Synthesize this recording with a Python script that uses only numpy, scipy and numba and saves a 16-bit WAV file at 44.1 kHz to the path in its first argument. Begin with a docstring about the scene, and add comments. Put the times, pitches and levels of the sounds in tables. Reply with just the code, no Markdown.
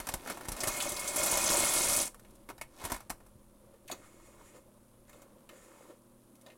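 """A small kitchen in mono: from the start a pot simmers and a pan sizzles over a low rumble and appliance hum.
A plastic bag crackles as its film buckles; dry pasta slides out, rattling and plopping into the steel pot.
The empty bag is shaken and lifted away; after a soft bump, a metal skimmer plunges in and knocks on the pot.
It stirs a long, a short and a long stroke: filtered bubbles and noise, with air gulping behind the skimmer.
Close surfaces scatter the treble and the room adds a faint tail; the recorder cuts the top."""
import sys
import numpy as np
from scipy import signal
from scipy.fft import rfft, irfft
from scipy.io import wavfile
from scipy.ndimage import uniform_filter1d
from numba import njit

SR = 44100
rng = np.random.default_rng(int(sys.argv[2]) if len(sys.argv) > 2 else 0)


def store_pcm(level_fs):
    """Save levels as 16-bit WAV."""
    pcm = np.round(np.clip(level_fs, -1, 1) * 32767).astype(np.int16)
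    wavfile.write(sys.argv[1], SR, np.atleast_2d(pcm).T)


N = 289737
TIME = np.arange(N) / SR

# shared level of simmer and sizzle, strongest at first: time_s, gain_db
STOVE_LEVEL = [(0, 9.5), (2.7, -1), (6.57, -0.4)]
# spectrum of the simmering water: frequency_hz, gain_db
SIMMER_COLOUR = [(30, -11), (90, -21.5), (160, -5), (230, -7.5), (350, -4), (440, -11), (550, -0.5),
                 (720, -15), (1050, -11), (1700, -22.5), (4500, -33.5)]
# spectrum of the fine sizzle in the pan: frequency_hz, gain_db
SIZZLE_COLOUR = [(1500, -9.5), (3500, -5.5), (5000, -8), (7500, -3.5), (9800, 4), (12000, -0.5),
                 (16000, -8.5)]
# level of the low rumble, which ends weaker: time_s, level_db
RUMBLE_LEVEL = [(0, -64.5), (3.6, -62), (4.3, -65), (6.57, -74.5)]
# spectrum of the rumble: frequency_hz, gain_db
RUMBLE_COLOUR = [(15, 0.5), (30, 6), (70, -6), (120, -4), (250, -30.5), (1000, -58)]
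# hum of the kitchen's appliances: pitch_hz, mean_level_db
HUM = [(119.6, -73), (205, -71), (241, -73.5), (345, -75)]
SIMMER_WAVER_DB = 1.3

# the bag's film buckles: start_s, level_db, midrange_share_db, flap_share_db (both before trim), patch_pitch_hz
CRINKLES = [(0.001, -26.5, -12.5, -18.5, 920), (0.07, -25, -13, -32, 1110), (0.088, -21, -12.5, -24, 1090),
            (0.139, -18.5, -15, -19, 704), (0.261, -43, 1.5, -36, 1450), (0.274, -32, -6.5, -36, 1420),
            (0.299, -26, -9.5, -30, 1490), (0.372, -38, -2.5, -30, 730), (0.409, -38.5, -3.5, -26, 1090),
            (0.453, -35, -10.5, -24, 1760), (0.485, -21.5, -16.5, -14.5, 880),
            (0.519, -22, -20, -16.5, 805), (0.565, -30, -16, -44, 2260), (0.635, -18, -13.5, -26, 1800),
            (0.673, -16, -18.5, -22, 1500), (0.681, -16, -18.5, -23.5, 1120), (0.92, -21, -33, -25, 1100),
            (1.324, -25.5, -6.5, -16.5, 1000), (1.372, -16, -16, -27, 1000), (1.502, -16, -14.5, -25, 885),
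            (1.89, -23, -29, -19, 1010), (2.145, -40.5, -11, -36, 1080), (2.196, -44.5, -15, -28, 1094),
            (2.248, -53, -5, -7, 2400), (2.307, -49, -25, -18, 1100), (2.353, -46.5, -25, -17, 1100),
            (2.489, -37, -4.5, -25, 1020), (2.5, -38.5, -1, -31, 1110), (2.58, -44, -8, -16, 1600),
            (2.613, -27.5, -9.5, -30, 2140), (2.816, -44, -2, -16, 840), (2.84, -30, -14, -12.5, 856),
            (2.851, -21, -18.5, -20, 840), (2.9, -33, -4.5, -27, 1000), (2.908, -35, -10, -31, 950),
            (2.919, -20, -10.5, -17.5, 895), (2.944, -29.5, -12, -26, 1800),
            (2.962, -34.5, -8.5, -35, 1090), (2.991, -54, -9, -30, 1400), (3.005, -39.5, -9, -31, 1100),
            (3.097, -28, -17, -19, 1100), (3.102, -23.5, -10.5, -25.5, 1140), (3.203, -57.5, 1.5, -10, 555),
            (3.264, -47.5, -15, -17, 1100)]
# the film slides in the hands: peak_s, level_db (before the mix of rub), rise_s, fall_s
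RUSTLES = [(0.11, -44.5, 0.17, 0.06), (0.308, -32, 0.024, 0.018), (0.62, -36.5, 0.22, 0.046),
           (2.3, -64.5, 0.14, 0.1), (2.86, -33, 0.042, 0.022), (2.92, -36, 0.013, 0.042)]
# midrange spectrum of the film: frequency_hz, gain_db
FILM_MID_COLOUR = [(80, -26), (220, 0.5), (330, 0.5), (440, -4.5), (560, 1), (900, 0.5), (1200, -2),
                   (1700, -7), (2300, -9), (3200, -23.5), (9000, -24)]
# treble spectrum of the film: frequency_hz, gain_db
FILM_TOP_COLOUR = [(500, -23.5), (2000, -5), (3500, 1.5), (7000, 2.5), (10500, 5), (13000, 2.5),
                   (16000, -19.5)]
# high ring of a sharp crease: pitch_hz, width_hz, gain_db
CREASE_RING = [(9300, 2700, 0)]
SNAP_S, PATCH_Q = 0.001, 3.5  # decay of the sharp snap; sharpness of the buckling patch

# flow of pasta out of the bag: time_s, level_db
POUR_FLOW = [(0.56, -54), (0.65, -40.5), (0.83, -38.5), (0.95, -43), (1.135, -39), (1.17, -34), (1.45, -32),
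             (1.52, -30), (1.87, -31.5), (2.02, -33.5), (2.045, -43.5), (2.08, -42)]
# clumps of pasta clack together: start_s, level_db (before trim), pitch_hz
CLACKS = [(0.604, -22.5, 5860), (0.767, -26.5, 8260), (0.802, -20.5, 3240), (0.823, -22.5, 7450),
          (0.891, -22.5, 7750), (0.9655, -26, 4880), (0.994, -23, 8140), (1.0768, -20, 7600),
          (1.1602, -17, 9800), (1.2328, -17, 8300), (1.261, -18, 10000), (1.312, -16.5, 9100),
          (1.597, -19, 9050), (1.736, -15.5, 9400), (1.893, -20, 8700), (1.932, -15.5, 7500),
          (1.963, -15, 9700), (2.016, -18, 9000), (2.0537, -25.5, 8500)]
# spectrum of pasta rattling: frequency_hz, gain_db
RATTLE_COLOUR = [(800, -8.5), (2000, -18.5), (4000, -4), (6000, 0.5), (8000, 4.5), (10000, 8), (11800, 0),
                 (16000, -16)]
# spectrum of pasta splashing: frequency_hz, gain_db
SPLASH_COLOUR = [(25, 1.5), (100, -3), (250, -1), (340, -1.5), (440, -6.5), (600, -1), (820, 0.5),
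                 (1100, 2.5), (1700, -2), (3200, -6), (6000, -9.5)]
# air above the water in the pot: pitch_hz, width_hz, gain_db
POT_AIR = [(366, 50, -6), (586, 60, 5), (769, 26, -5.5), (972, 64, -8.5), (1205, 48, -8.5), (1394, 11, -3),
           (2170, 87, 0), (2476, 145, -4.5), (3300, 197, -4), (4100, 61, -13), (6320, 50, -11)]
CLATTER_HZ, CLATTER_WANDER_OCT = 8000, 0.28
RATTLE_POT_SHARE = 0.6  # gain of the pot's air in the rattle
RATTLE_DB, SPLASH_DB, SETTLE_S = -0.5, -1.04, 0.0093  # shares at mid pour; time for the water to calm
MID_POUR_S, HEAP_DB_PER_S = 1.41, 3.5  # as pasta heaps up in the pot, rattle gains and splash loses at this rate

# a soft, deep bump: start_s, peak_db
BUMPS = [(3.356, -47)]
BUMP_FIRST_HZ, BUMP_LAST_HZ, BUMP_FALL_S = 158, 45, 0.017

# pockets of air gulp behind the skimmer: peak_s, level_db, pitch_hz (at the peak)
GULPS = [(3.745, -58, 520), (4.04, -57.5, 1260), (4.41, -56.5, 1080), (4.55, -53, 505), (5.78, -62, 960),
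         (5.91, -51.5, 523), (6.48, -54.5, 597)]
GULP_RISE_S, GULP_FALL_S, GULP_SAG_OCT_PER_S, GULP_Q = 0.018, 0.024, 1.5, 6

# the skimmer plunges in with a falling gulp: time_s, level_db, pitch_hz
PLUNGE = [(3.878, -61, 3000), (3.895, -50, 1920), (3.902, -42, 655), (3.925, -53, 603), (3.965, -69, 517)]
PLUNGE_Q = 6

# the skimmer meets the pot: start_s, level_db, hollow_share_db, ring_share_db, tick_share_db (shares before
# trim), bright_hz (favoured pitch of the ring)
KNOCKS = [(3.878, -42.5, -23, -8.5, -5, 6830), (3.898, -34, -12, -22, -15, 1920),
          (3.914, -25.5, -20, -8.5, -14.5, 6840), (3.923, -30.5, -8.5, -20, -24, 4330),
          (4.561, -45.5, -8, -24, -20, 3390), (5.094, -45.5, -11, -18, -9.5, 2160),
          (5.13, -46, -8, -12, -17, 3650), (5.219, -45.5, -5.5, -27, -10.5, 2000),
          (5.491, -36, -14.5, -11.5, -17.5, 1730), (6.353, -57, -25, -20, -1.5, 7060),
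          (6.413, -59, -22, -10, 1.5, 3660), (6.463, -40, -11.5, -10, -22, 3300),
          (6.5, -45.5, -16, -7, -28, 2500), (6.519, -47, -17, -10.5, -28, 2480)]
# steel pot and skimmer, damped by water: pitch_hz, width_hz, gain_db
STEEL = [(1860, 60, 7), (2100, 34, 8.5), (2380, 200, -1.5), (2600, 91, 5), (2900, 130, -2), (3420, 130, -7),
         (3660, 270, -2.5), (3970, 60, -6), (4370, 82, -8), (4360, 84, -11), (6000, 110, -10),
         (6680, 79, -7), (7560, 61, -21)]
# spectrum of the pot's hollow thud: frequency_hz, gain_db
HOLLOW_COLOUR = [(100, -7), (320, 2), (440, -7), (620, -1), (800, -8), (1200, -2.5), (1700, -13),
                 (3000, -25), (8000, -22)]
# spectrum of the contact tick: frequency_hz, gain_db
TICK_COLOUR = [(800, -39), (2000, 3), (5000, -3), (7000, 4), (10000, 6), (16000, -5)]

# strokes of the skimmer through the water: start_s, length_s, slosh_db (before the mix of water), scrape_db
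STROKES = [(3.93, 0.643, -61.5, -67), (5.066, 0.15, -61.5, -71), (5.495, 0.41, -57, -68)]
# spectrum of sloshing water: frequency_hz, gain_db
SLOSH_COLOUR = [(100, -41), (320, 8), (430, -4), (530, 6), (700, -5.5), (1200, -1), (1600, -19),
                (2500, -14), (5000, -17)]
# spectrum of the rim scraping on steel: frequency_hz, gain_db
SCRAPE_COLOUR = [(1000, -14), (2000, 7.5), (3300, -3), (4800, -4), (5800, -2), (6400, 0), (6900, 7.5),
                 (7600, 3), (10000, 3), (16000, -19)]
STROKE_ATTACK_S, STROKE_RELEASE_S, SCRAPE_WAVER_DB = 0.02, 0.034, 2.5
WAKE_HZ, WAKE_DEEP_HZ, WAKE_SINK_S = 1690, 1050, 0.12  # the hollow behind the skimmer deepens during a stroke

TOP_HZ = 16100  # the recorder's upper limit


def amp(db):
    """Decibels to gain."""
    return 10 ** (np.asarray(db) / 20)


def unit(x):
    """Scale to rms 1."""
    return x / np.sqrt(np.mean(x ** 2) + 1e-20)


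def blow(x):
    """Scale a short sound to the energy of 5 ms at rms 1."""
    return x / np.sqrt(np.sum(x ** 2) / (SR * .005))


def add(track, s, sound):
    """Mix a sound into a track at time s."""
    i = max(int(s * SR), 0)
    track[i:i + len(sound)] += sound[:N - i]


def fader(curve):
    """Gain over time from time_s, level_db points, smoothed over 300 samples; silent outside them."""
    s, db = np.transpose(curve)
    return uniform_filter1d(amp(np.interp(TIME, s, db, left=-200, right=-200)), size=300)


def swell(s, rise_s, fall_s, hold_s=0):
    """Envelope that grows until time s, holds, and dies away."""
    before = np.maximum(s - TIME, 0)
    after = np.maximum(TIME - s - hold_s, 0)
    return np.exp(-before / rise_s - after / fall_s)


def walk(rate):
    """Random drift with a spread near 1, at rate steps per second; it holds still after 1000 steps."""
    return np.interp(TIME * rate, np.arange(1000), rng.standard_normal(1000))


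def burst(t, fall_s, ragged_db):
    """A cluster of uneven micro-clicks that dies away."""
    hiss, uneven = rng.standard_normal((2, len(t)))
    steps = np.clip(np.repeat(uneven, 32)[:len(t)], -2, 2)  # a new level every 32 samples
    return hiss * amp(ragged_db * steps) * np.exp(-t / fall_s)


def grains(low_hz, high_hz, cycles, spread_db, glide, count, size):
    """Decaying rings at random times, a few much louder than the rest; a positive glide raises their pitch."""
    when, pitch, luck, sign = rng.random((count, 4)).T[:, :, None]
    turns = np.float32((low_hz + (high_hz - low_hz) * pitch) / SR) * np.arange(size, dtype=np.float32)
    age = turns / float(cycles)  # 1 when the ring has faded by 60 dB
    strength = np.sign(sign - .5) * amp(-spread_db * np.log(np.maximum(luck, np.exp(-4))))
    rings = np.exp(-float(np.log(1000)) * age) * np.sin(2 * np.pi * turns * (1 + float(glide) * age / 2))
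    places = (when * N).astype(int) + np.arange(size)
    return np.bincount(places.ravel(), (strength * rings).ravel(), N)[:N]


def colour(x, points):
    """Causal minimum-phase filter through frequency_hz, gain_db points."""
    hz, db = np.transpose(points)
    size = 4096
    bins_hz = np.arange(size // 2 + 1) * SR / size
    log_gain = np.log(amp(np.interp(np.log(bins_hz + 1), np.log(hz), db)))
    cepstrum = irfft(log_gain)[:size // 2]
    cepstrum[1:] *= 2  # folding the cepstrum makes the filter causal
    response = irfft(np.exp(rfft(cepstrum, size)))
    return signal.fftconvolve(x, response)[:len(x)]


def resonate(x, modes):
    """Sum of resonances given as pitch_hz, width_hz, gain_db."""
    return sum(amp(db) * signal.lfilter(*signal.iirpeak(hz, hz / width, fs=SR), x) for hz, width, db in modes)


@njit
def moving_band(x, hz, q):
    """Band-pass whose centre moves with every sample."""
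    y, band, low = np.empty(len(x)), 0., 0.
    for i in range(len(x)):
        g = np.tan(np.pi * hz[i] / SR)
        v = (band + g * (x[i] - low)) / (1 + g * (g + 1 / q))
        band, low, y[i] = 2 * v - band, low + 2 * g * v, v / np.sqrt(g)
    return y


def in_pot(x, share):
    """Part of a sound rings the air in the pot before it gets out."""
    return x + share * resonate(x, POT_AIR)


def stove():
    """Water simmers and fat sizzles finely in the pan, over a low rumble and the hum of appliances."""
    bubbles = grains(199, 1620, cycles=27, spread_db=2, glide=0.067, count=1500, size=2000)
    simmer = unit(colour(0.18 * unit(bubbles) + rng.standard_normal(N), SIMMER_COLOUR))
    simmer = simmer * amp(SIMMER_WAVER_DB * walk(9))
    rumble = unit(colour(rng.standard_normal(N), RUMBLE_COLOUR)) * amp(1.1 * walk(24)) * fader(RUMBLE_LEVEL)
    spits = grains(2700, 16000, cycles=4.5, spread_db=3.5, glide=0, count=9000, size=64)
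    sizzle = unit(colour(.6 * unit(spits) + rng.standard_normal(N), SIZZLE_COLOUR))
    hum = np.zeros(N)
    for hz, db in HUM:
        level = amp(db + 2.2 * walk(2.94)) * np.sqrt(2)
        hum += level * np.sin(2 * np.pi * hz * TIME + 0.32 * walk(3.8))
    return (amp(-63.5) * simmer + amp(-70.5) * sizzle) * fader(STOVE_LEVEL) + rumble + hum


def bag():
    """Each buckle cracks, rattles the film and sends out a flap that falls in pitch as slower bending waves arrive."""
    out, t = np.zeros(N), np.arange(SR // 8) / SR
    turns = np.sqrt(t / .0105)  # square-root phase: the pitch falls
    flap = -np.sin(2 * np.pi * turns) * np.exp(-t / 0.021)
    for s, db, mid_db, flap_db, patch_hz in CRINKLES:
        snap = 0.35 * blow(burst(t, SNAP_S, 1.7)) + blow(burst(t, 0.0077, 3.2))
        crack = blow(colour(snap, FILM_TOP_COLOUR)) + 0.67 * blow(resonate(snap, CREASE_RING))
        patch = resonate(burst(t, 0.0097, 1.5), [(patch_hz, patch_hz / PATCH_Q, 0)])
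        film = 0.88 * blow(colour(burst(t, 0.0085, 3.4), FILM_MID_COLOUR)) + 0.65 * blow(patch)
        crinkle = amp(-12.0) * blow(crack)
        crinkle += amp(mid_db + 1.73) * blow(film)
        crinkle += amp(flap_db + 3.5) * blow(flap)
        add(out, s, amp(db) * crinkle)
    creases = grains(330, 14600, cycles=2.0, spread_db=3.5, glide=0, count=7000, size=96)
    rub = unit(colour(creases, FILM_TOP_COLOUR)) * amp(-12.5)
    rub += unit(colour(rng.standard_normal(N), FILM_MID_COLOUR)) * amp(-8.5)
    sliding = sum(amp(db) * swell(s, rise_s, fall_s) for s, db, rise_s, fall_s in RUSTLES)
    return out + rub * sliding


def pasta():
    """Hard pieces tick against each other in surges, then plop into the water and ring the pot's air."""
    ticks = grains(1115, 15500, cycles=6.8, spread_db=1.5, glide=0, count=14000, size=256)
    # the pieces that collide keep changing in size, so the brightest pitch wanders
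    bright_hz = np.clip(CLATTER_HZ * 2 ** (CLATTER_WANDER_OCT * walk(35)), SR / 20, SR / 3)
    clatter = moving_band(ticks, bright_hz, 5.1)
    rattle = unit(in_pot(colour(ticks, RATTLE_COLOUR), share=RATTLE_POT_SHARE))
    rattle = unit(rattle + 0.49 * unit(clatter)) * amp(0.79 * walk(54.5))

    plops = grains(230, 2430, cycles=6.4, spread_db=1.5, glide=0.29, count=3000, size=1000)
    slaps = rng.standard_normal(N) * amp(1.65 * walk(300))
    splash = unit(in_pot(colour(unit(plops) * 0.28 + unit(slaps), SPLASH_COLOUR), share=2.06))

    flow, heap_db = fader(POUR_FLOW), HEAP_DB_PER_S * (TIME - MID_POUR_S)
    calm = np.exp(-1 / (SETTLE_S * SR))
    churned = signal.lfilter([1 - calm], [1, -calm], flow)  # the water lags behind the flow
    out = amp(RATTLE_DB + heap_db) * rattle * flow + amp(SPLASH_DB - heap_db) * splash * churned

    t = np.arange(SR // 12) / SR
    for s, db, hz in CLACKS:
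        contacts = burst(t, 0.016, 2.2)
        ring = resonate(contacts, [(min(hz, SR / 3), hz / 3, 0)])
        clack = blow(blow(colour(contacts, RATTLE_COLOUR)) + 2.1 * blow(ring))
        add(out, s, amp(db - 8.0) * clack)
    return out


def bump():
    """One deep, quickly damped thud whose pitch drops as it fades."""
    t = np.arange(SR // 5) / SR
    out, fade = np.zeros(N), np.exp(-t / BUMP_FALL_S)
    hz = BUMP_LAST_HZ + (BUMP_FIRST_HZ - BUMP_LAST_HZ) * fade ** 2
    for s, db in BUMPS:
        add(out, s, amp(db) * fade * np.sin(2 * np.pi * np.cumsum(hz) / SR))
    return out


def gulps():
    """Small pockets of air swell and close behind the skimmer, each sagging a little in pitch."""
    out = np.zeros(N)
    for s, db, hz in GULPS:
        pitch = hz * 2 ** (-GULP_SAG_OCT_PER_S * np.clip(TIME - s, -.5, .5))
        pocket = unit(moving_band(rng.standard_normal(N), pitch, float(GULP_Q)))
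        out += amp(db) * pocket * swell(s, GULP_RISE_S, GULP_FALL_S)
    return out


def plunge():
    """The skimmer drags a large pocket of air under water; its resonance drops fast as it grows."""
    s, db, hz = np.transpose(PLUNGE)
    pocket = unit(moving_band(rng.standard_normal(N), np.interp(TIME, s, hz), float(PLUNGE_Q)))
    return pocket * fader(np.transpose([s, db]))


def knocks():
    """The skimmer chatters on the wall for a moment: a tick, a damped steel ring and a hollow thud from the pot."""
    out, t = np.zeros(N), np.arange(SR // 5) / SR
    for s, db, hollow_db, ring_db, tick_db, bright_hz in KNOCKS:
        # every spot on the wall favours the modes near one pitch
        modes = [(hz, width, mode_db - 12 * abs(np.log2(hz / bright_hz))) for hz, width, mode_db in STEEL]
        ring = resonate(burst(t, 0.013, 5.3), modes)
        hollow = in_pot(colour(burst(t, 0.017, 2.4), HOLLOW_COLOUR), share=1.0)
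        tick = colour(burst(t, 0.007, 5.7), TICK_COLOUR)
        knock = amp(hollow_db + 1.5) * blow(hollow)
        knock += amp(ring_db - 2.0) * blow(ring)
        knock += amp(tick_db - 1.0) * blow(tick)
        add(out, s, amp(db) * knock)
    return out


def stirring():
    """Strokes churn up bubbles while the skimmer's rim scrapes the steel."""
    bubbles = grains(249, 2260, cycles=11.0, spread_db=3.5, glide=0.22, count=2500, size=1024)
    churn = unit(bubbles) + 2.2 * rng.standard_normal(N)
    slosh = unit(in_pot(colour(churn, SLOSH_COLOUR), share=0.39))
    roughness = amp(3.8 * walk(300) + SCRAPE_WAVER_DB * walk(30))
    scrape = unit(colour(rng.standard_normal(N) * roughness, SCRAPE_COLOUR))
    out = np.zeros(N)
    for s, length_s, slosh_db, scrape_db in STROKES:
        # the hollow behind the skimmer sounds lower as it deepens
        wake_hz = WAKE_DEEP_HZ + (WAKE_HZ - WAKE_DEEP_HZ) * np.exp(-np.maximum(TIME - s, 0) / WAKE_SINK_S)
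        water = amp(-3.0) * slosh + amp(-10.5) * unit(moving_band(churn, wake_hz, 3.2))
        onset = np.clip((TIME - s) / STROKE_ATTACK_S, 0, 1)
        push = onset * swell(s, STROKE_ATTACK_S, STROKE_RELEASE_S, length_s)
        out += push * (amp(slosh_db) * water + amp(scrape_db) * scrape)
    return out


def kitchen(x, near_db, near_t60, far_db, far_t60):
    """Pots and stove top throw back a quick scatter of treble; the room adds a faint tail."""
    t = np.arange(SR // 2) / SR
    near, far = rng.standard_normal((2, len(t)))
    near = near * amp(-60 * t / near_t60) * (t > .002)  # close surfaces answer after 2 ms
    near = signal.sosfilt(signal.butter(2, 2500, "high", fs=SR, output="sos"), near)
    far = far * amp(-60 * t / far_t60) * (t > .012)  # the room answers after 12 ms
    response = (amp(near_db) * unit(near) + amp(far_db) * unit(far)) / np.sqrt(len(t))
    response[0] += 1  # direct sound
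    return signal.fftconvolve(x, response / np.linalg.norm(response))[:N]


def scene():
    """Bag, pasta and skimmer in the kitchen, over the stove."""
    cooking = bag() + pasta() + bump() + gulps() + plunge() + knocks() + stirring()
    in_room = kitchen(cooking, near_db=-5, near_t60=0.017, far_db=-15.5, far_t60=0.17)
    return (in_room + stove())[None]


def record(dry):
    """The recorder cuts the top with a steep low-pass."""
    return signal.sosfilt(signal.ellip(10, .2, 70, TOP_HZ, fs=SR, output="sos"), dry)


dry = scene()
out = record(dry)
store_pcm(out)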